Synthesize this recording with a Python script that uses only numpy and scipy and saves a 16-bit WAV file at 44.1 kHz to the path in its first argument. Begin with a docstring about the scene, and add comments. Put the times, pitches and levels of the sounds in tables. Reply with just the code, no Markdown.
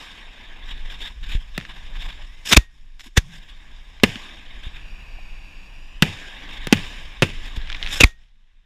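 """Fireworks close to a small camera

Outdoors at night, a flare hisses and sputters: shaped noise that brightens, dulls and turns hollow.
Sharp bangs (noise cracks, sinking booms, echoes) and swelling noise bursts overload the microphone.
Sparks crackle as tiny pitched snaps; short gliding tones, several within the bursts, and a faint squeak.
Gusts of air rumble as low noise and thud as damped swings on the microphone port."""
import sys
import numpy as np
from scipy import signal
from scipy.fft import rfft, irfft
from scipy.io import wavfile
from scipy.ndimage import uniform_filter1d

SR = 44100
rng = np.random.default_rng(int(sys.argv[2]) if len(sys.argv) > 2 else 0)


def master_out(mix):
    """Clip the mix to full scale and print it as 16-bit PCM to the path in sys.argv[1]."""
    frames = np.transpose(np.atleast_2d(mix))
    ceiling = np.clip(frames, -1, 1)
    pcm = np.round(ceiling * 32767).astype(np.int16)
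    wavfile.write(sys.argv[1], SR, pcm)


N = 381465
TIME = np.arange(N) / SR  # s


def gain_of(db):
    """Turns dB into an amplitude factor."""
    return 10 ** (np.asarray(db) / 20)


def evened(x):
    """Scales a signal to rms 1."""
    return x / np.sqrt(np.mean(x ** 2) + 1e-20)


def read(points, hz):
    """Reads a table of values against frequency on a log-frequency axis."""
    f, value = np.transpose(points)
    return np.interp(np.log(hz + 1), np.log(f + 1), value)


def humps(table, hz):
    """Sums bell-shaped humps and hollows in dB."""
    return sum(db * np.exp(-((hz - f) / width) ** 2 * 2) for f, width, db in table)


def noise(points, count):
    """Filters white noise to the given spectrum, at rms 1."""
    white = rfft(rng.standard_normal(count))
    hz = np.fft.rfftfreq(count, 1 / SR)
    return evened(irfft(white * gain_of(read(points, hz)), count))


def waver(count, seconds):
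    """Slow random wobble of rms 1: white noise averaged twice over the given time."""
    width = round(seconds * SR)
    once = uniform_filter1d(rng.standard_normal(count), width)
    return evened(uniform_filter1d(once, width))


def resonate(x, hz, width):
    """Rings a signal through one resonance of the given centre and width in Hz."""
    r = np.exp(-np.pi * width / SR)
    return signal.lfilter([1, 0, -1], [1, -2 * r * np.cos(2 * np.pi * hz / SR), r * r], x)


def add(mix, s, sound):
    """Mixes a sound in at time s."""
    part = mix[round(s * SR):][:len(sound)]
    part += sound[:len(part)]


# Colour of the hiss, shared by the faint floor, the sparks and the flare.
# Each row: frequency in Hz, relative level in dB per Hz.
HISS_SPECTRUM = [(120, -21.5), (200, -6.5), (424, -18), (867, -14), (1350, -10.5), (1710, -5), (3690, -6),
                 (4600, -18), (5330, -14.5), (13100, -35.5), (16000, -52)]


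def faint_hiss():
    """Steady faint noise under the scene, in the colour of the hiss."""
    return gain_of(-74.0) * noise(HISS_SPECTRUM, count=N)


# Strength of the air on the microphone port. Each row: time in seconds, rms level in dB.
WIND_LEVEL = [(0, -45), (.45, -39.5), (.75, -31.5), (1.1, -33), (1.3, -24.5), (1.52, -35.5), (2.04, -28),
              (2.5, -42.5), (3.16, -44.5), (3.93, -36.5), (4.2, -43), (4.72, -31), (5.45, -34),
              (6.3, -39.5), (6.5, -33), (7.2, -34.5), (7.56, -28), (7.95, -29), (8.29, -51), (8.65, -54.5)]
# Colour of that rumble. Each row: frequency in Hz, relative level in dB per Hz.
WIND_SPECTRUM = [(7.1, -32.5), (12, 2.5), (22, 5.5), (34, -4.5), (51, -9.5), (92, -25.5), (161, -29.5),
                 (204, -32.5), (400, -59.5), (520, -77), (880, -120)]


def wind():
    """Lumpy low rumble of air on the port: low noise whose level comes and goes."""
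    s, level_db = np.transpose(WIND_LEVEL)
    return gain_of(np.interp(TIME, s, level_db)) * noise(WIND_SPECTRUM, count=N)


# Pushes of air that suck the membrane back, then rebound.
# Each row: start in seconds, starting level in dB before the soft onset, first pitch in Hz (nominal),
# settled pitch in Hz, time to fall 60 dB in seconds.
THUDS = [(1.351, -6, 45, 32, .12), (2.534, -12, 140, 80, .04), (2.85, -36, 45, 35, .1),
         (4.668, -18, 55, 35, .1), (7.575, -14, 60, 40, .1), (8.010, -8, 130, 100, .04),
         (8.042, 6, 80, 35, .06), (2.5745, 7, 90, 45, .06), (3.1787, 1, 140, 28, .055)]


def thud(s, level_db, start_hz, end_hz, t60):
    """A damped swing of the membrane that starts inwards and slows."""
    t = TIME[:SR // 2]
    turns = end_hz * t + (start_hz - end_hz) * .006 * (1 - np.exp(-t / .006))
    onset = 1 - np.exp(-t * start_hz / 0.022)
    return s, -gain_of(level_db - 60 * t / t60) * np.sin(2 * np.pi * turns) * onset


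# Course of the faint whistle. Each row: time in seconds, pitch in Hz, level in dB before its wobble.
SQUEAK = [(2.22, 1650, -66), (2.271, 1840, -56), (2.32, 2000, -57), (2.38, 2080, -57), (2.45, 2060, -56)]


def squeak():
    """A faint whistle that climbs, then nearly holds, made fuzzy by a fast wobble in level."""
    s, hz, db = np.transpose(SQUEAK)
    on = (TIME > s[0]) & (TIME < s[-1])
    turns = np.cumsum(np.interp(TIME, s, hz)) / SR
    level = gain_of(np.interp(TIME, s, db)) * (1 + .5 * waver(N, .004))
    return on * level * np.sin(2 * np.pi * turns)


# Short gliding tones, several within the bursts. Each row: start in seconds, peak level in dB,
# first pitch in Hz, last pitch in Hz (both before the wobble), length in seconds.
GLIDES = [(2.522, -18, 261, 200, 0.022), (2.567, -5, 170, 230, 0.0099), (3.06, -44.5, 197, 375, 0.033),
          (3.1735, -11, 332, 203, 0.008), (3.21, -43.5, 153.6, 144, 0.25), (4.157, -30, 332, 200, 0.0146),
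          (5.186, -40, 1100, 650, .007), (8.004, -17.5, 496, 300, 0.016), (8.033, -8.5, 202, 261.7, .011)]


def glide(s, level_db, start_hz, end_hz, length):
    """A short tone that glides while its pitch wobbles, swelling and fading within its length."""
    t = TIME[:round(length * SR)]
    hz = np.linspace(start_hz, end_hz, len(t)) * (1 + 0.18 * waver(len(t), .008))
    swell = np.sin(np.pi * np.sqrt(t / length))
    return s, gain_of(level_db) * swell * np.sin(2 * np.pi * np.cumsum(hz) / SR)


# Fine crackle at the microphone.
# Each row: time in seconds, snaps per second, base level of a snap in dB (nominal).
CRACKLE = [(0, 52, -64), (1.55, 56, -68), (1.62, 150, -60), (1.8, 65, -46), (2.3, 20, -61.5),
           (7.3, 57, -51), (7.65, 150, -43.5), (7.7, 300, -38), (7.79, 150, -42), (7.83, 370, -36),
           (8.0, 500, -36), (8.03, 45, -78), (8.2, 120, -62), (8.65, 32.5, -68)]


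def crackle():
    """Small snaps at random moments, of four pitches and uneven size."""
    s, rate, level_db = np.transpose(CRACKLE)
    extra_db = 3.0 * np.minimum(rng.exponential(1, N), 3)
    size = gain_of(np.interp(TIME, s, level_db) + extra_db)
    size *= rng.random(N) < np.interp(TIME, s, rate) / SR
    kind = rng.integers(0, 4, N)
    return sum(signal.oaconvolve(size * (kind == k), spark(0, 0, hz)[1])[:N]
               for k, hz in enumerate((1750, 2566, 3080, 3680)))


# Sparks with set moments, from loud snaps to very faint ones.
# Each row: start in seconds, nominal level in dB, pitch in Hz.
SPARKS = [(1.6012, -25, 2200), (1.6113, -21, 1830), (1.626, -35, 2020), (1.6515, -21.5, 1920),
          (2.4538, -30, 2560), (2.9956, -29, 3810), (3.0075, -23, 1800), (3.9994, -27, 2370),
          (4.1569, -18.5, 3100), (7.6159, -26, 3340), (7.6732, -22.9, 1830), (7.6943, -23, 2760),
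          (7.7004, -15, 3400), (7.7187, -17, 2020), (7.7276, -17.5, 3320), (7.7465, -16, 2320),
          (7.7495, -21, 2370), (7.7677, -25, 3380), (7.8156, -25, 1980), (7.8276, -11, 3260),
          (7.8357, -20, 2650), (7.846, -25, 3490), (7.8629, -13.2, 2600), (7.8738, -15.5, 3380),
          (7.8858, -21.3, 2070), (7.9066, -21, 3340), (7.9271, -18, 3540), (7.9582, -14.4, 2930),
          (8.1905, -47.5, 1960), (8.2362, -47, 2540), (8.2837, -51.7, 2240)]


def spark(s, level_db, hz):
    """A snap about a millisecond long, with a short pitch and a faint tail, soft at both band edges."""
    t = TIME[:1200]
    raw = noise(HISS_SPECTRUM, count=len(t))
    snap = np.exp(-t / .0005) * (np.sin(2 * np.pi * hz * t) + .4 * raw)
    snap += .16 * np.exp(-t / .004) * raw  # faint tail
    onset = 1 - np.exp(-t / .00015)
    band = signal.butter(2, (1100, 5500), "bandpass", fs=SR, output="sos")
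    return s, gain_of(level_db) * 1.25 * signal.sosfilt(band, snap * onset)


# Changing level of the hiss between spurts, swollen after bangs by their tails.
# Each row: time in seconds, relative level in dB, treble against that level in dB.
HISS_COURSE = [(0, -36, -11.5), (.27, -42.5, -17), (.65, -41.5, -19.5), (1.1, -42.5, -13),
               (1.14, -48.5, -13), (1.5, -48, -12), (1.6, -44.5, -13), (2.2, -43.5, -14.5),
               (2.3, -48.5, -10), (2.6, -49, -9.5), (2.68, -62, -9.5), (2.74, -57, -7), (2.88, -59.5, -9),
               (3.12, -59, -7.5), (3.28, -49, -7), (3.4, -48, -14), (4.02, -47, -14), (4.07, -35, -9),
               (4.4, -41.5, -17), (5.3, -43.5, -16), (6.01, -45.5, -14.5), (6.06, -36.5, -12.5),
               (6.6, -37, -20), (6.85, -34.5, -12.5), (7.2, -42, -16), (7.45, -37.5, -13.5),
               (7.68, -39, -19), (7.98, -32, -7.5), (8.06, -47, -16), (8.11, -69, -16), (8.22, -57.5, -10),
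               (8.3, -70, -12), (8.48, -68, -17), (8.65, -71.5, -16)]
# Spurts, when the flame flares up for a moment. Each row: start in seconds, length in seconds,
# relative level in dB, treble against that level in dB, rise time constant in seconds.
SPURTS = [(0.668, 0.057, -35.5, -17, .012), (.745, 0.066, -44.5, -16, .006), (0.857, 0.012, -37, -17, .004),
          (0.901, 0.022, -34, -16.5, 0.0036), (0.945, 0.0088, -36, -19, .004),
          (0.994, 0.09, -32, -16, 0.0054), (1.231, .055, -37, -17, .001), (1.297, 0.062, -32, -14.5, .01),
          (1.373, 0.055, -46, -14, .006), (1.55, 0.036, -40, -16, .008), (1.695, .03, -35, -22, .006),
          (1.74, .06, -42, -16, .01), (1.841, 0.024, -45, -15, .008), (1.946, 0.022, -36.5, -19, 0.0083),
          (2.004, 0.061, -34, -16, 0.013), (2.087, 0.039, -35.5, -18.5, .006),
          (2.216, 0.032, -42.5, -20, .01), (2.458, 0.07, -26.5, -2, 0.0034),
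          (2.998, 0.017, -42.5, -5, 0.0026), (3.044, 0.027, -40, -6.5, 0.0089),
          (3.317, 0.069, -42, -12, 0.0073), (3.42, .09, -46, -14, .015), (4.635, .04, -36.5, -17, .01),
          (4.747, 0.029, -42, -18, .01), (6.5, .08, -36.5, -16, 0.014), (6.62, .03, -38, -18, .01),
          (7.458, 0.022, -37.5, -16, .006), (7.558, 0.017, -35.5, -12, .006),
          (7.927, 0.064, -27.5, -4.5, 0.02)]
HISS_ROAR_DB, SPURT_ROAR_DB = -9, -14  # low roar against level
SPURT_FALL_S = 0.0086  # time constant


def flame(t):
    """Adds hiss and spurts by power: level dB, treble and roar dB against it, share of the spurts."""
    s, level_db, treble_db = np.transpose(HISS_COURSE)
    hiss = gain_of(np.interp(t, s, level_db)) ** 2
    start, length, spurt_db, bright_db, rise = np.transpose(SPURTS)[:, :, None]
    rising = np.minimum(t - start, 0) / rise
    falling = np.maximum(t - start - length, 0) / SPURT_FALL_S
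    spurts = (gain_of(spurt_db) * np.exp(rising - falling)) ** 2
    spurt_sum = spurts.sum(0)
    total = hiss + spurt_sum
    treble = hiss * gain_of(np.interp(t, s, treble_db)) ** 2 + (spurts * gain_of(bright_db) ** 2).sum(0)
    roar = hiss * gain_of(HISS_ROAR_DB) ** 2 + spurt_sum * gain_of(SPURT_ROAR_DB) ** 2
    return *(10 * np.log10([total, treble / total, roar / total])), spurt_sum / total


# When the flare sounds hollow.
# Each row: time in seconds, share of the hollow colour from 0 to 1, factor on its frequencies.
HOLLOW_COURSE = [(4.72, 0, 1.03), (4.86, .9, 1.01), (5.15, 1, 1.0), (5.55, 1, .99), (5.8, 1, 1.02),
                 (6.0, .8, 1.07), (6.04, 0, 1.07)]
# The hollow colour, as if a near surface threw the hiss back.
# Each row: centre in Hz before that factor, width in Hz before it, height in dB at full share.
HOLLOW_HUMPS = [(1300, 170, -5), (1650, 280, 1), (2080, 220, -9), (2570, 660, 9), (3140, 330, -7),
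                (3650, 450, -5), (4170, 300, -5.5), (4700, 300, 10), (5150, 250, -3), (5500, 300, 4),
                (6200, 450, -7), (6700, 350, 6), (13500, 3000, 7)]
# Usual humps and hollows in the colour of the hiss, used again for the echoes of the bangs.
# Each row: centre in Hz, width in Hz, height in dB.
USUAL_HUMPS = [(1372, 160, -9), (1660, 120, 4), (3636, 160, 4.5), (4120, 300, -6), (5310, 600, 5),
               (5950, 730, -3), (6970, 490, 5), (13500, 2600, 3.5)]
# Extra colour of the spurts. Each row: centre in Hz, width in Hz, height in dB when spurts are all one hears.
SPURT_HUMPS = [(900, 300, 3), (3530, 900, 3.5), (7800, 1000, 3), (9000, 900, -2), (10600, 1200, 3),
               (13500, 2500, 5)]
SPURT_FLUTTER_DB = 1.5  # extra sputter in the spurts


def flare():
    """Burning jet: patchy noise, built frame by frame, that brightens, dulls and goes hollow a while."""
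    frames = N // 128 + 5
    hz = np.fft.rfftfreq(512, 1 / SR)[:, None]
    t = np.arange(frames) * 128 / SR
    level_db, treble_db, roar_db, lit = flame(t)

    a, b, patches = rng.standard_normal((frames, 257, 3)).T
    patches = uniform_filter1d(patches, size=5, axis=0)
    patches = evened(uniform_filter1d(patches, size=14, axis=1))
    sputter = evened(uniform_filter1d(rng.standard_normal(frames), size=3))  # shared by all bands

    when, *columns = np.transpose(HOLLOW_COURSE)
    share, stretch = (np.interp(t, when, c) for c in columns)
    focus = humps([(3350, 1400, -.25 * (roar_db + 8.5))], hz)  # a jet with less roar hisses higher
    colour_db = read(HISS_SPECTRUM, hz) + focus + lit * humps(SPURT_HUMPS, hz)
    colour_db += (1 - share) * humps(USUAL_HUMPS, hz) + share * humps(HOLLOW_HUMPS, hz / stretch)
    colour = gain_of(colour_db)

    def strength(low_hz, high_hz):
        """Strength of the colour within a band, frame by frame."""
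        inside = (hz[:, 0] > low_hz) & (hz[:, 0] < high_hz)
        return np.sqrt((colour[inside] ** 2).sum(0))

    body, treble, roar = strength(1400, 4000), strength(5000, 12000), strength(300, 1200)
    # Treble and roar are tilted against the body, each fading in over half an octave
    high = np.clip(np.log2(hz / 3800 + 1e-9) / .5, 0, 1)
    low = np.clip(np.log2(1500 / (hz + 1)) / 0.5, 0, 1)
    treble_tilt = (gain_of(treble_db) * body / treble) ** high
    roar_tilt = (gain_of(roar_db) * body / roar) ** low
    colour *= treble_tilt * roar_tilt / body

    flicker_db = 2.0 * patches + (1.1 + SPURT_FLUTTER_DB * lit) * sputter
    flicker_db *= 1 - 0.55 * share  # calmer while hollow
    z = (a + 1j * b) * colour * gain_of(level_db + flicker_db)
    return 0.64 * signal.istft(z, nperseg=512, noverlap=384)[1][:N]


# Swelling bursts of flame. Each row: moment of full strength in seconds, level in dB, rise time constant
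# in seconds, hold in seconds, time to fall 60 dB in seconds, whistle in Hz, whistle share from 0 to 1,
# ring level in dB.
BURSTS = [(2.518, -13, .005, .002, .04, 3500, .1, -70), (2.525, -6, .0008, .01, .02, 3000, .1, -70),
          (2.546, -14, .001, .001, .02, 2500, .5, -70), (2.5685, -1, .002, .008, .008, 2400, .2, -33),
          (3.174, -7, .003, .004, .028, 1700, .35, -48), (8.0035, -12, .001, .001, .015, 2700, .4, -70),
          (8.007, -3, .0006, .003, .015, 2800, .3, -70), (8.0145, -6, .0008, .002, .025, 2650, .6, -70),
          (8.0225, -14, .0008, .001, .025, 2650, .7, -70), (8.037, 1, .0015, .006, .008, 2400, .75, -32)]
# Colour of the bursting jet. Each row: frequency in Hz, relative level in dB per Hz.
JET_SPECTRUM = [(180, -33), (300, 0), (511, -7.5), (1190, -5.5), (2520, -0.5), (3080, -6), (3580, 3),
                (4230, -10), (6960, -8), (7690, -16), (12700, -24), (15200, -26.5), (16000, -36.5)]
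RING_HZ, RING_T60 = 1872, 0.26  # a metal part nearby rings, loudest after the hardest bursts (Hz, s)


def burst(s, level_db, rise, hold, fall, whistle_hz, share, ring_db):
    """Noise that swells, holds and is cut off; part of it whistles in one resonance."""
    lead = .03  # s of swell before full strength
    t = TIME[:SR // 2] - lead
    shape = np.exp(np.minimum(t, 0) / rise) * gain_of(-60 * np.maximum(t - hold, 0) / fall)
    raw = noise(JET_SPECTRUM, count=len(t))
    whistle = signal.hilbert(resonate(raw, whistle_hz, 160))
    whistle = evened((whistle / np.sqrt(abs(whistle) + 1e-9)).real)  # steadier in level than plain noise
    jet = shape * ((1 - share) * raw + share * whistle)
    glow = gain_of(-29.0 - 60 * t / 0.17) * (t > 0) * raw  # short afterglow
    tone = np.sin(2 * np.pi * RING_HZ * t + .3 * waver(len(t), .006))
    ring = gain_of(ring_db - 60 * t / RING_T60) * tone * (t > hold)
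    return s - lead, gain_of(level_db) * (jet + glow) + ring


# Sharp bangs close by. Each row: start in seconds, crack level in dB, crack time to fall 60 dB in seconds,
# boom level in dB before its soft onset, boom's first pitch in Hz (nominal), its settled pitch in Hz,
# its time to fall 60 dB in seconds, echo level in dB (nominal).
BANGS = [(1.5785, -16.5, 0.017, -17.5, 256, 98.1, 0.039, -45),
         (4.035, 2, 0.032, 4.5, 232, 200, 0.035, -30.5), (6.0228, -1.5, 0.037, -1, 252, 112, 0.062, -28.5),
         (6.6708, -15, 0.016, -18.5, 230, 99, 0.043, -61),
         (6.726, 3.5, 0.027, 11.5, 252, 194, 0.024, -28.5), (7.222, -5.5, 0.057, -8.5, 220, 84, 0.1, -32.5),
         (7.2298, -18, 0.009, -8.5, 240, 117, 0.037, -36.5)]
# Colour of the crack and echoes. Each row: frequency in Hz, relative level in dB per Hz.
CRACK_SPECTRUM = [(180, -29), (300, -4), (455, -1.5), (725, -11.5), (1210, -9.5), (2700, -1.5), (4230, -16),
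                  (5250, -19), (7950, -27), (10600, -31.5), (11900, -44), (14500, -48), (16000, -47.5)]
# Colour of the low part of the echo. Each row: frequency in Hz, relative level in dB per Hz.
ROLL_SPECTRUM = [(40, -8), (90, 9.5), (200, 2.5), (450, -18.5), (800, -15), (2000, -39.5)]
# Fading of the echoes. Each row: frequency in Hz, time to fall 60 dB in seconds.
ECHO_FADE = [(200, 0.47), (1000, 0.23), (3000, .6), (8000, 0.66), (15000, 0.2)]
SHOCK_DB, SHOCK_S, SHOCK_HZ = -13, .0007, 4000  # bright first snap: against crack, decay, lower edge
ECHO_GRAIN_DB = 2.5  # unevenness of the echoes from moment to moment


def bang(s, crack_db, crack_t60, boom_db, start_hz, end_hz, boom_t60, echo_db):
    """A sudden crack, a boom that sinks in pitch, a low roll, and echoes that fade by frequency."""
    t = TIME[:SR]
    crack = gain_of(crack_db - 60 * t / crack_t60) * noise(CRACK_SPECTRUM, count=SR)
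    high_pass = signal.butter(2, SHOCK_HZ, "highpass", fs=SR)
    bright = signal.lfilter(*high_pass, rng.standard_normal(SR))
    crack += gain_of(crack_db + SHOCK_DB) * np.exp(-t / SHOCK_S) * bright

    turns = end_hz * t + (start_hz - end_hz) * 0.0087 * (1 - np.exp(-t / 0.0081))
    boom = gain_of(boom_db - 60 * t / boom_t60) * np.sin(2 * np.pi * turns - 1.2)
    boom *= 1 - np.exp(-t / 0.000745)  # soft onset

    roll = gain_of(echo_db + 8.0 - 60 * t / 0.28) * noise(ROLL_SPECTRUM, count=SR)
    hz, u, z = signal.stft(noise(CRACK_SPECTRUM, count=SR), SR, nperseg=256)
    grain_db = ECHO_GRAIN_DB * rng.standard_normal(len(u))
    fade_db = -60 * u / read(ECHO_FADE, hz)[:, None]
    z *= gain_of(echo_db + grain_db + humps(USUAL_HUMPS, hz)[:, None] + fade_db)
    echoes = signal.istft(z, SR, nperseg=256)[1][:SR]
    return s, crack + boom + (roll + echoes) * (1 - np.exp(-t / 0.001))


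def scene():
    """All sources summed at one microphone."""
    mix = faint_hiss() + wind() + squeak() + crackle() + flare()
    for table, play in ((THUDS, thud), (GLIDES, glide), (SPARKS, spark), (BURSTS, burst), (BANGS, bang)):
        for row in table:
            add(mix, *play(*row))
    return mix[None]


EDGE_HZ = 15600  # upper band limit


def record(dry):
    """The input overloads near full scale with a hard knee; then the band limit takes the top off."""
    clipped = np.clip(dry, -.9, .9)
    clipped = clipped + .07 * np.tanh(dry - clipped)  # the excess still squeezes through a little
    low_pass = signal.firwin(255, EDGE_HZ, window=("kaiser", 8), fs=SR)
    return signal.oaconvolve(clipped, low_pass[None], "same")


dry = scene()
out = record(dry)
master_out(out)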